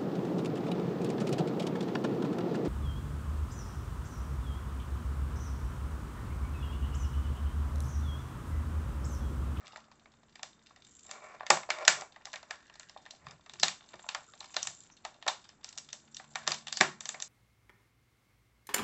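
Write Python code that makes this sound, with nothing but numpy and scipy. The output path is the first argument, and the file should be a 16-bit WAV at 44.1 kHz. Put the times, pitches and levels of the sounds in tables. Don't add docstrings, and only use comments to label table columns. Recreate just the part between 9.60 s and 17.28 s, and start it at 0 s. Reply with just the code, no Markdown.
import sys
import numpy as np
from scipy import signal
from scipy.fft import rfft, irfft, next_fast_len
from scipy.io import wavfile
from scipy.ndimage import map_coordinates

SR = 44100
rng = np.random.default_rng(int(sys.argv[2]) if len(sys.argv) > 2 else 0)


def digitize_waveform(pressure):
    field = np.atleast_2d(pressure).T
    bounded = np.clip(field, -1, 1)
    quanta = np.round(bounded * 32767).astype(np.int16)
    wavfile.write(sys.argv[1], SR, quanta)


N = 338684

# t/s, f/Hz of the buckling spot, level/dB, brightness/(dB per octave)
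SNAP_CUES = [(0.079, 7340, -53, -0.5), (0.132, 740.0, -53.5, -5.5), (0.1596, 1920.0, -45.5, -3.5),
             (0.315, 7030.0, -56.5, -6), (0.4572, 2200, -57.0, -5), (0.632, 647, -64, -4),
             (0.7557, 2280.0, -51.0, 1.5), (0.7935, 3690.0, -53.5, -6.5), (0.831, 5660, -38.5, -0.5),
             (1.107, 1110, -60, -9), (1.161, 1930, -58.5, 1.5), (1.4929, 605.0, -53, -3),
             (1.5118, 7100, -41, 1), (1.8072, 1670, -39, -11), (1.8312, 1650, -43.5, -11),
             (1.8654, 1980.0, -40.5, 1.5), (1.9031, 7730, -14.5, -3), (1.971, 7390.0, -34.5, -7),
             (2.032, 2140, -46.5, -3), (2.0904, 653.0, -37.5, -9), (2.103, 2250, -26.5, -0.5),
             (2.186, 2270, -48.5, 2), (2.2511, 5370, -38, 0), (2.2791, 1510, -13.5, 3),
             (2.41, 6650.0, -45.5, 6.5), (2.419, 750.0, -40.5, -4.0), (2.561, 1980, -50.5, -5),
             (2.6547, 5400, -43, 1.5), (2.669, 1800.0, -49.5, -9.5), (2.7311, 5350, -45.0, 0.5),
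             (2.738, 1750, -40, -2), (2.758, 2320, -42.5, 1), (2.8292, 680, -50.5, -1),
             (2.908, 1690, -36.5, -0.5), (3.0977, 2880, -54.5, -4), (3.155, 4320.0, -56.5, -3),
             (3.1964, 7150.0, -47, 2.0), (3.2309, 1810.0, -55.5, 1.5), (3.2956, 5200, -52, 0.5),
             (3.3622, 756, -46.5, -14), (3.4537, 3540, -57.5, -2.5), (3.462, 1860, -50, -2.5),
             (3.5077, 4200.0, -46.5, 6), (3.6675, 1114, -45, -4), (3.7095, 5200, -52.5, 1.5),
             (3.8616, 1163.0, -54.5, -0.5), (3.8956, 3700.0, -48.0, 0.5), (3.9363, 7100, -49.5, 0.5),
             (3.998, 5030, -40, 5.5), (4.0319, 4100, -19, 0.5), (4.082, 2360.0, -31, 4.5),
             (4.3394, 650, -47, -5.5), (4.394, 3440.0, -52, -5.0), (4.4889, 2800.0, -34.0, 0.5),
             (4.5477, 1320, -31.0, -1), (4.736, 3660, -53.5, -4.5), (4.805, 3940.0, -43.5, 4.5),
             (4.9426, 6090.0, -45.5, 0), (4.9654, 4000, -28.0, -0.5), (5.029, 6090.0, -32.5, 9),
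             (5.0715, 7630, -33.5, 3), (5.45, 830, -37.5, 0), (5.6253, 3330, -47.5, -2.5),
             (5.6649, 1330, -35, -6), (5.6784, 984, -28.5, -0.5), (5.6815, 3690.0, -27, 2.5),
             (5.8905, 5360.0, -53.5, 0.5), (6.0443, 5490, -42.5, 3.5), (6.0903, 5500, -48.5, 9),
             (6.127, 5480, -52, 3.5), (6.1765, 5740, -41, 4.0), (6.1833, 6040, -41, 5.5),
             (6.2886, 3500, -52.5, 3), (6.3294, 6100, -39.5, 4.0), (6.3491, 5820.0, -56.5, 2.5),
             (6.546, 5600, -46, 12.5), (6.5674, 3840, -42.5, 7.5), (6.5978, 1950, -47, -6),
             (6.7561, 1400, -32.5, 0), (6.868, 1280, -41, -1.5), (6.8761, 5370, -25.5, -0.5),
             (6.907, 6060, -36.5, -2.5), (6.9183, 4480, -29.5, 1), (6.943, 5700, -40, 1),
             (7.0698, 2870, -41, 1.5), (7.082, 3400, -41, 2), (7.1258, 4600.0, -33.5, 3.5),
             (7.1713, 4670, -33, 4), (7.2093, 1780, -16.5, -0.5), (7.4066, 6870, -41.0, 3.5),
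             (7.4556, 6330.0, -39, 2.0), (7.4904, 7200, -34, 3.0), (7.5437, 2190.0, -42.5, -4),
             (7.601, 5450, -43.5, 2.5), (7.6231, 6700, -34.5, 6)]
# low f/Hz, high f/Hz, t60/s
ZONES = [(605, 1250, 0.039), (1247, 2700, 0.033), (2760, 5300, 0.026), (5234, 8100, 0.0094)]
TICK_EQ = [0.5, 2.5, 4, -1]
# f/Hz, level/dB, t60/s
TRAY_MODES = [(543, -22, 0.14), (620.3, 0.5, 0.06), (765, 1, 0.09), (868.5, -6.5, 0.12),
              (1023, -2.5, 0.013), (1120, -4.5, 0.034), (1380, -11, .06), (1743, 3.5, 0.041),
              (1835, 5, 0.044), (2310, -16.5, 0.15), (2807, 5, 0.017), (3595, 10.5, 0.0081),
              (3680, 4.5, 0.03), (4200, 8.5, 0.012), (4860, 5, 0.016), (5643, 0, 0.044), (6150, 10, 0.015),
              (6810, 5.5, 0.021), (7330, 6, 0.021), (7620, -8.5, 0.034)]
# f/Hz, gain/dB
RADIATION_EQ = [(100, -32.0), (470, -10.5), (590, -1.0), (7800, -2.5), (9000, -24.0)]
# t/s, level/dB
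KNOCK_CUES = [(1.905, -40.5), (2.102, -59.5), (2.281, -50.5), (3.93, -64), (3.996, -62), (4.033, -47.5),
              (4.34, -61.5), (4.55, -73), (4.967, -59), (5.069, -67.5), (5.676, -60), (6.876, -47),
              (6.92, -58), (7.205, -33.5)]
# f/Hz, level/dB, t60/s
HOLLOW_MODES = [(148.5, -12, 0.15), (204, 6.5, 0.036), (326.4, -6, 0.047), (361, -7, 0.12),
                (397, -2.5, 0.048)]
# start t/s, length/s, level/dB before the tray's EQ
RUB_CUES = [(0, 0.039, -56.5), (1.49, 0.26, -50), (2.15, 0.077, -40.5), (2.33, 0.069, -44), (2.9, .04, -56),
            (3.63, 0.089, -57), (4.28, 0.063, -65), (6.82, 0.038, -57), (7.44, .18, -61)]
# f/Hz, gain/dB
RUB_EQ = [(200, -40), (350, -11.5), (430, -1.5), (520, -8.5), (620, 2.5), (900, -7.5), (1150, -0.5),
          (1600, -10), (2300, -5), (3100, -24), (4000, -23), (7500, -27)]
# start t/s, length/s, level/dB before the tray's EQ
SLIDE_CUES = [(1.25, .25, -58.5), (1.54, .13, -66), (4.3, 0.79, -62), (5.08, .14, -56.5),
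              (6.42, 0.52, -66.5), (7.49, 0.036, -52)]
# f/Hz, gain/dB
SLIDE_EQ = [(1500, -50.5), (3000, -6.5), (5200, -12.5), (6400, -4), (7400, 5), (8200, -16)]
# t/s, level/dB before the tray's EQ
GRIP_FADER = [(0, -58.5), (.55, -75.5), (1.2, -65), (3.8, -70.5), (4.4, -60), (5.1, -58.5), (5.4, -69.5),
              (6.1, -61), (6.45, -75.5), (6.9, -57), (7.65, -72)]
# f/Hz, gain/dB
CRACKLE_EQ = [(200, -28), (450, -10), (650, 5.5), (1800, -7), (2700, -6.5), (3800, -5), (8000, -15.5)]
# middle t/s, spread/s, f/Hz, level/dB
SCRAPE_CUES = [(.1, 0.22, 1240, -66), (2.18, 0.013, 616, -41.5), (2.225, 0.013, 600, -41.5),
               (3.1, 0.3, 1740, -69), (4.024, 0.018, 4830, -46.5), (4.69, 0.008, 1330, -58.5),
               (4.865, 0.0053, 970, -63), (5.325, 0.016, 6050, -63), (6.82, 0.06, 1690, -62),
               (7.17, 0.024, 4800, -45)]
# middle t/s, spread/s, f/Hz, level/dB
REGRIP_CUES = [(2.33, 0.056, 142.4, -59.5), (3.69, 0.069, 112, -59.5), (4.02, 0.044, 118.2, -66),
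               (5.08, 0.04, 125, -65), (6.89, 0.063, 106, -66)]
# f/Hz, t60/s
ROOM_DECAY = [(150, 0.33), (400, 0.24), (1000, 0.28), (2800, 0.23), (7500, 0.27)]
# f/Hz, opening level/dB, swell level/dB
HUM_TONES = [(145.4, -79, -68), (222, -74, -68)]
# f/Hz, gain/dB
AIR_EQ = [(20, -7.5), (60, 0.5), (110, 1.5), (220, 1), (350, -2), (700, -11), (1500, -8), (4000, -26),
          (8000, -18.5)]
# f/Hz, gain/dB
MASTER_EQ = [(7700, 0), (8000, -4), (8300, -12), (8550, -30), (8900, -41), (11000, -49), (16000, -62),
             (17000, -120)]

TICK_DB = -55.5
FOCUS_DB, FOCUS_WIDTH = 6, 0.45
SEND_DB, SEND_SLOPE = -7.5, 0.024
CRACKLE_DB, CRACKLE_SLOPE = -56.5, 0.25
RELAX_S = 0.082
HUM_FADE_DB_PER_S, HUM_SWELL_S, HUM_SPREAD_S = 4, 7.01, 0.69


def snaps():
    track = np.zeros(N)
    for s, pitch, db, tilt_db in SNAP_CUES:
        levels = zone_levels(pitch, db, tilt_db)
        direct = buckle(pitch, levels)
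        onset = s - 0.0004
        add(track, onset, direct)
        add(track, onset - rng.uniform(0.0021, 0.0052), amp(-21) * direct)
        send = amp(SEND_DB + SEND_SLOPE * db) * np.linalg.norm(direct)
        add(track, s, send * snap_reverb(pitch, levels))
    return low_cut(track, 330)


def buckle(pitch, levels, spot_db=11, tray_db=1.5, lag_s=0.00077, count=18):
    sound = np.zeros(SR // 14)
    t = np.arange(len(sound)) / SR
    flip = 1 + 0.25 * np.exp(-(t / 0.0034) ** 2)
    decay_scale = amp(rng.standard_normal())
    mode_zones = np.searchsorted([zone[0] for zone in ZONES[1:]], [mode[0] for mode in TRAY_MODES])
    for k, ((lo, hi, t60), db) in enumerate(zip(ZONES, levels)):
        local_hz = lo + (hi - lo) * (np.arange(count) + rng.random(count)) / count
        local = [(hz, spot_db * bell(hz, pitch, width=0.11), t60 * decay_scale) for hz in local_hz]
        whole = [(hz, level + tray_db, decay)
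                 for (hz, level, decay), zone in zip(TRAY_MODES, mode_zones) if zone == k]
        hit = flip * ring(local + whole, len(sound), rise_s=0.0005)
        slowness = np.sqrt(ZONES[0][0] / lo)
        add(sound, lag_s * slowness, set_attack_level(hit, db))
    return sound


def zone_levels(pitch, db, tilt_db):
    centres = np.array([np.sqrt(lo * hi) for lo, hi, _ in ZONES])
    weakness = np.clip(db / TICK_DB, 0, 1)
    tilt = tilt_db * np.log2(centres / centres[0])
    focus = FOCUS_DB * bell(centres, pitch, FOCUS_WIDTH)
    shape = tilt + focus + weakness * np.array(TICK_EQ)
    return db + shape - 20 * np.log10(np.linalg.norm(amp(shape)))


def snap_reverb(pitch, levels, spot_db=2.0, tray_db=3.5):
    tail = room_tail()
    size = next_fast_len(len(tail))
    hz = np.fft.rfftfreq(size, 1 / SR)
    density = [(np.sqrt(lo * hi), db - 10 * np.log10(hi - lo)) for (lo, hi, _), db in zip(ZONES, levels)]
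    eq_db = along(density, hz) + along(RADIATION_EQ, hz)
    eq_db += spot_db * bell(hz, pitch, width=0.13) + tray_db * tray_peaks(hz)
    tail = irfft(rfft(tail, size) * amp(eq_db), size)
    return tail / np.linalg.norm(tail)


def knocks():
    track = np.zeros(N)
    for s, db in KNOCK_CUES:
        thump = set_attack_level(ring(HOLLOW_MODES, SR // 5, rise_s=0.0055), db)
        add(track, s, in_room(thump, send_db=-2))
    return low_cut(track, 110)


def handling():
    plastic = filtered(rubbing() + sliding() + crackle(), lambda hz: amp(4.4 * tray_peaks(hz) - 3))
    scrapes = skin_strokes(SCRAPE_CUES, width=0.13, rate=1700)
    rumble = skin_strokes(REGRIP_CUES, width=0.53, rate=1200)
    return in_room(plastic + scrapes + rumble, send_db=-7)[:N]


def rubbing():
    gain = push_envelope(RUB_CUES, rest_db=-83, build_db=4.5, attack_s=0.02, release_s=0.023)
    return coloured(slips(rate=700, spread_db=4, decay_s=0.006), RUB_EQ) * gain


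def sliding():
    gain = push_envelope(SLIDE_CUES, rest_db=-81, build_db=5, attack_s=0.025, release_s=0.035)
    return coloured(slips(rate=150, spread_db=3, decay_s=0.0025), SLIDE_EQ) * gain


def push_envelope(cues, rest_db, build_db, attack_s, release_s):
    t = np.arange(N) / SR
    power = amp(rest_db) ** 2
    for s, length, db in cues:
        early, late = np.maximum(s - t, 0), np.maximum(t - s - length, 0)
        edges = np.exp(-early / attack_s - late / release_s)
        to_go = np.clip((s + length - t) / length, 0, 1)
        power = power + (amp(db - build_db * to_go) * edges) ** 2
    return np.sqrt(power)


def crackle():
    creases = np.zeros(N)
    for pitch in (850, 1900, 3800, 7000):
        ticks = slips(rate=29, spread_db=8, decay_s=0.004)
        creases += filtered(ticks, lambda hz: bell(hz, pitch, width=0.92))
    return strain_envelope() * coloured(creases, CRACKLE_EQ)


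def strain_envelope():
    kicks = np.zeros(N)
    for s, _, db, _ in SNAP_CUES:
        add(kicks, s, [amp(CRACKLE_DB + CRACKLE_SLOPE * db) ** 2])
    settling = signal.lfilter([1], [1, -np.exp(-2 / (RELAX_S * SR))], kicks)
    grip_db = np.interp(np.arange(N) / SR, *np.transpose(GRIP_FADER))
    return np.sqrt(amp(grip_db) ** 2 + settling)


def skin_strokes(cues, width, rate):
    track = np.zeros(N)
    grain = slips(rate, spread_db=-1, decay_s=0.0009)
    for s, spread, pitch, db in cues:
        size = next_fast_len(int(5 * spread * SR))
        t = (np.arange(size) - size / 2) / SR
        piece = np.roll(grain, rng.integers(N))[:size]
        band = bell(np.fft.rfftfreq(size, 1 / SR), pitch, width)
        voiced = unit(irfft(rfft(piece) * band, size))
        swell = amp(db) * np.exp(-(t / spread) ** 2) * voiced
        add(track, s + t[0], swell[s + t >= 0])
    return track


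def in_room(x, send_db):
    response = amp(send_db) * room_tail()
    response[0] += 1
    return signal.fftconvolve(x, response)


def room_tail():
    hz, t, noise = signal.stft(rng.standard_normal(SR // 3), SR, nperseg=256)
    decay = amp(-60 * t / along(ROOM_DECAY, hz)[:, None])
    tail = signal.istft(noise * decay, SR, nperseg=256)[1]
    tail *= 1 - np.exp(-(np.arange(len(tail)) / SR / 0.0069) ** 2)
    return tail / np.linalg.norm(tail)


def hum():
    t = np.arange(N) / SR
    swell = np.exp(-((t - HUM_SWELL_S) / HUM_SPREAD_S) ** 2)
    track = np.zeros(N)
    for hz, opening_db, swell_db in HUM_TONES:
        gain = amp(opening_db - HUM_FADE_DB_PER_S * t) + amp(swell_db) * swell
        phase = 2 * np.pi * np.cumsum(hz * (1 + 0.005 * wobble(2.9))) / SR
        flutter = amp(1.2 * wobble(15))
        track += gain * flutter * np.sqrt(2) * np.sin(phase)
    return track


def room_air():
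    return amp(-68) * coloured(rng.standard_normal(N), AIR_EQ)


def ring(modes, length, rise_s):
    hz, db, t60 = np.transpose(modes)[:, :, None]
    t = np.arange(length) / SR
    strength = amp(db + 2 * rng.standard_normal(hz.shape))
    start = strength * np.exp(2j * np.pi * rng.random(hz.shape))
    step = np.exp((2j * np.pi * hz - np.log(1000) / t60) / SR)
    waves = start * np.cumprod(np.broadcast_to(step, (len(modes), length)), axis=1)
    return waves.imag.sum(0) * (1 - np.exp(-(t / rise_s) ** 2))


def slips(rate, spread_db, decay_s):
    triggers = rng.random(N) < rate / SR
    sizes = amp(spread_db * np.minimum(rng.standard_normal(N), 2))
    envelope = signal.lfilter([1], [1, -np.exp(-1 / (decay_s * SR))], triggers * sizes)
    return envelope * rng.standard_normal(N)


def tray_peaks(hz):
    grid = np.geomspace(400, 9000, 600)
    mode_hz = np.transpose(TRAY_MODES)[0][:, None]
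    return np.interp(hz, grid, bell(grid, mode_hz, width=0.025).sum(0))


def bell(hz, centre, width):
    return np.exp(-(np.log((hz + 1) / centre) / width) ** 2)


def along(points, hz):
    f, values = np.transpose(points)
    return np.interp(np.log(hz + 1), np.log(f + 1), values)


def filtered(x, response):
    size = next_fast_len(N + SR // 2)
    return irfft(rfft(x, size) * response(np.fft.rfftfreq(size, 1 / SR)), size)[:N]


def coloured(x, eq):
    return unit(filtered(x, lambda hz: amp(along(eq, hz))))


def low_cut(x, hz):
    return signal.sosfilt(signal.butter(2, hz, "high", fs=SR, output="sos"), x)


def wobble(rate):
    knots = rng.standard_normal(int(N * rate / SR) + 4)
    return map_coordinates(knots, [np.arange(N) * rate / SR])


def set_attack_level(x, db):
    return amp(db) * x / np.sqrt(np.mean(x[:SR // 100] ** 2))


def amp(db):
    return 10 ** (np.asarray(db) / 20)


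def unit(x):
    return x / np.sqrt(np.mean(x ** 2) + 1e-20)


def add(track, s, sound):
    start = max(0, round(s * SR))
    part = track[start:start + len(sound)]
    part += sound[:len(part)]


def scene():
    return (snaps() + knocks() + handling() + hum() + room_air())[None]


def record(dry):
    return filtered(dry[0], lambda hz: amp(along(MASTER_EQ, hz)))[None]


dry = scene()
out = record(dry)
digitize_waveform(out)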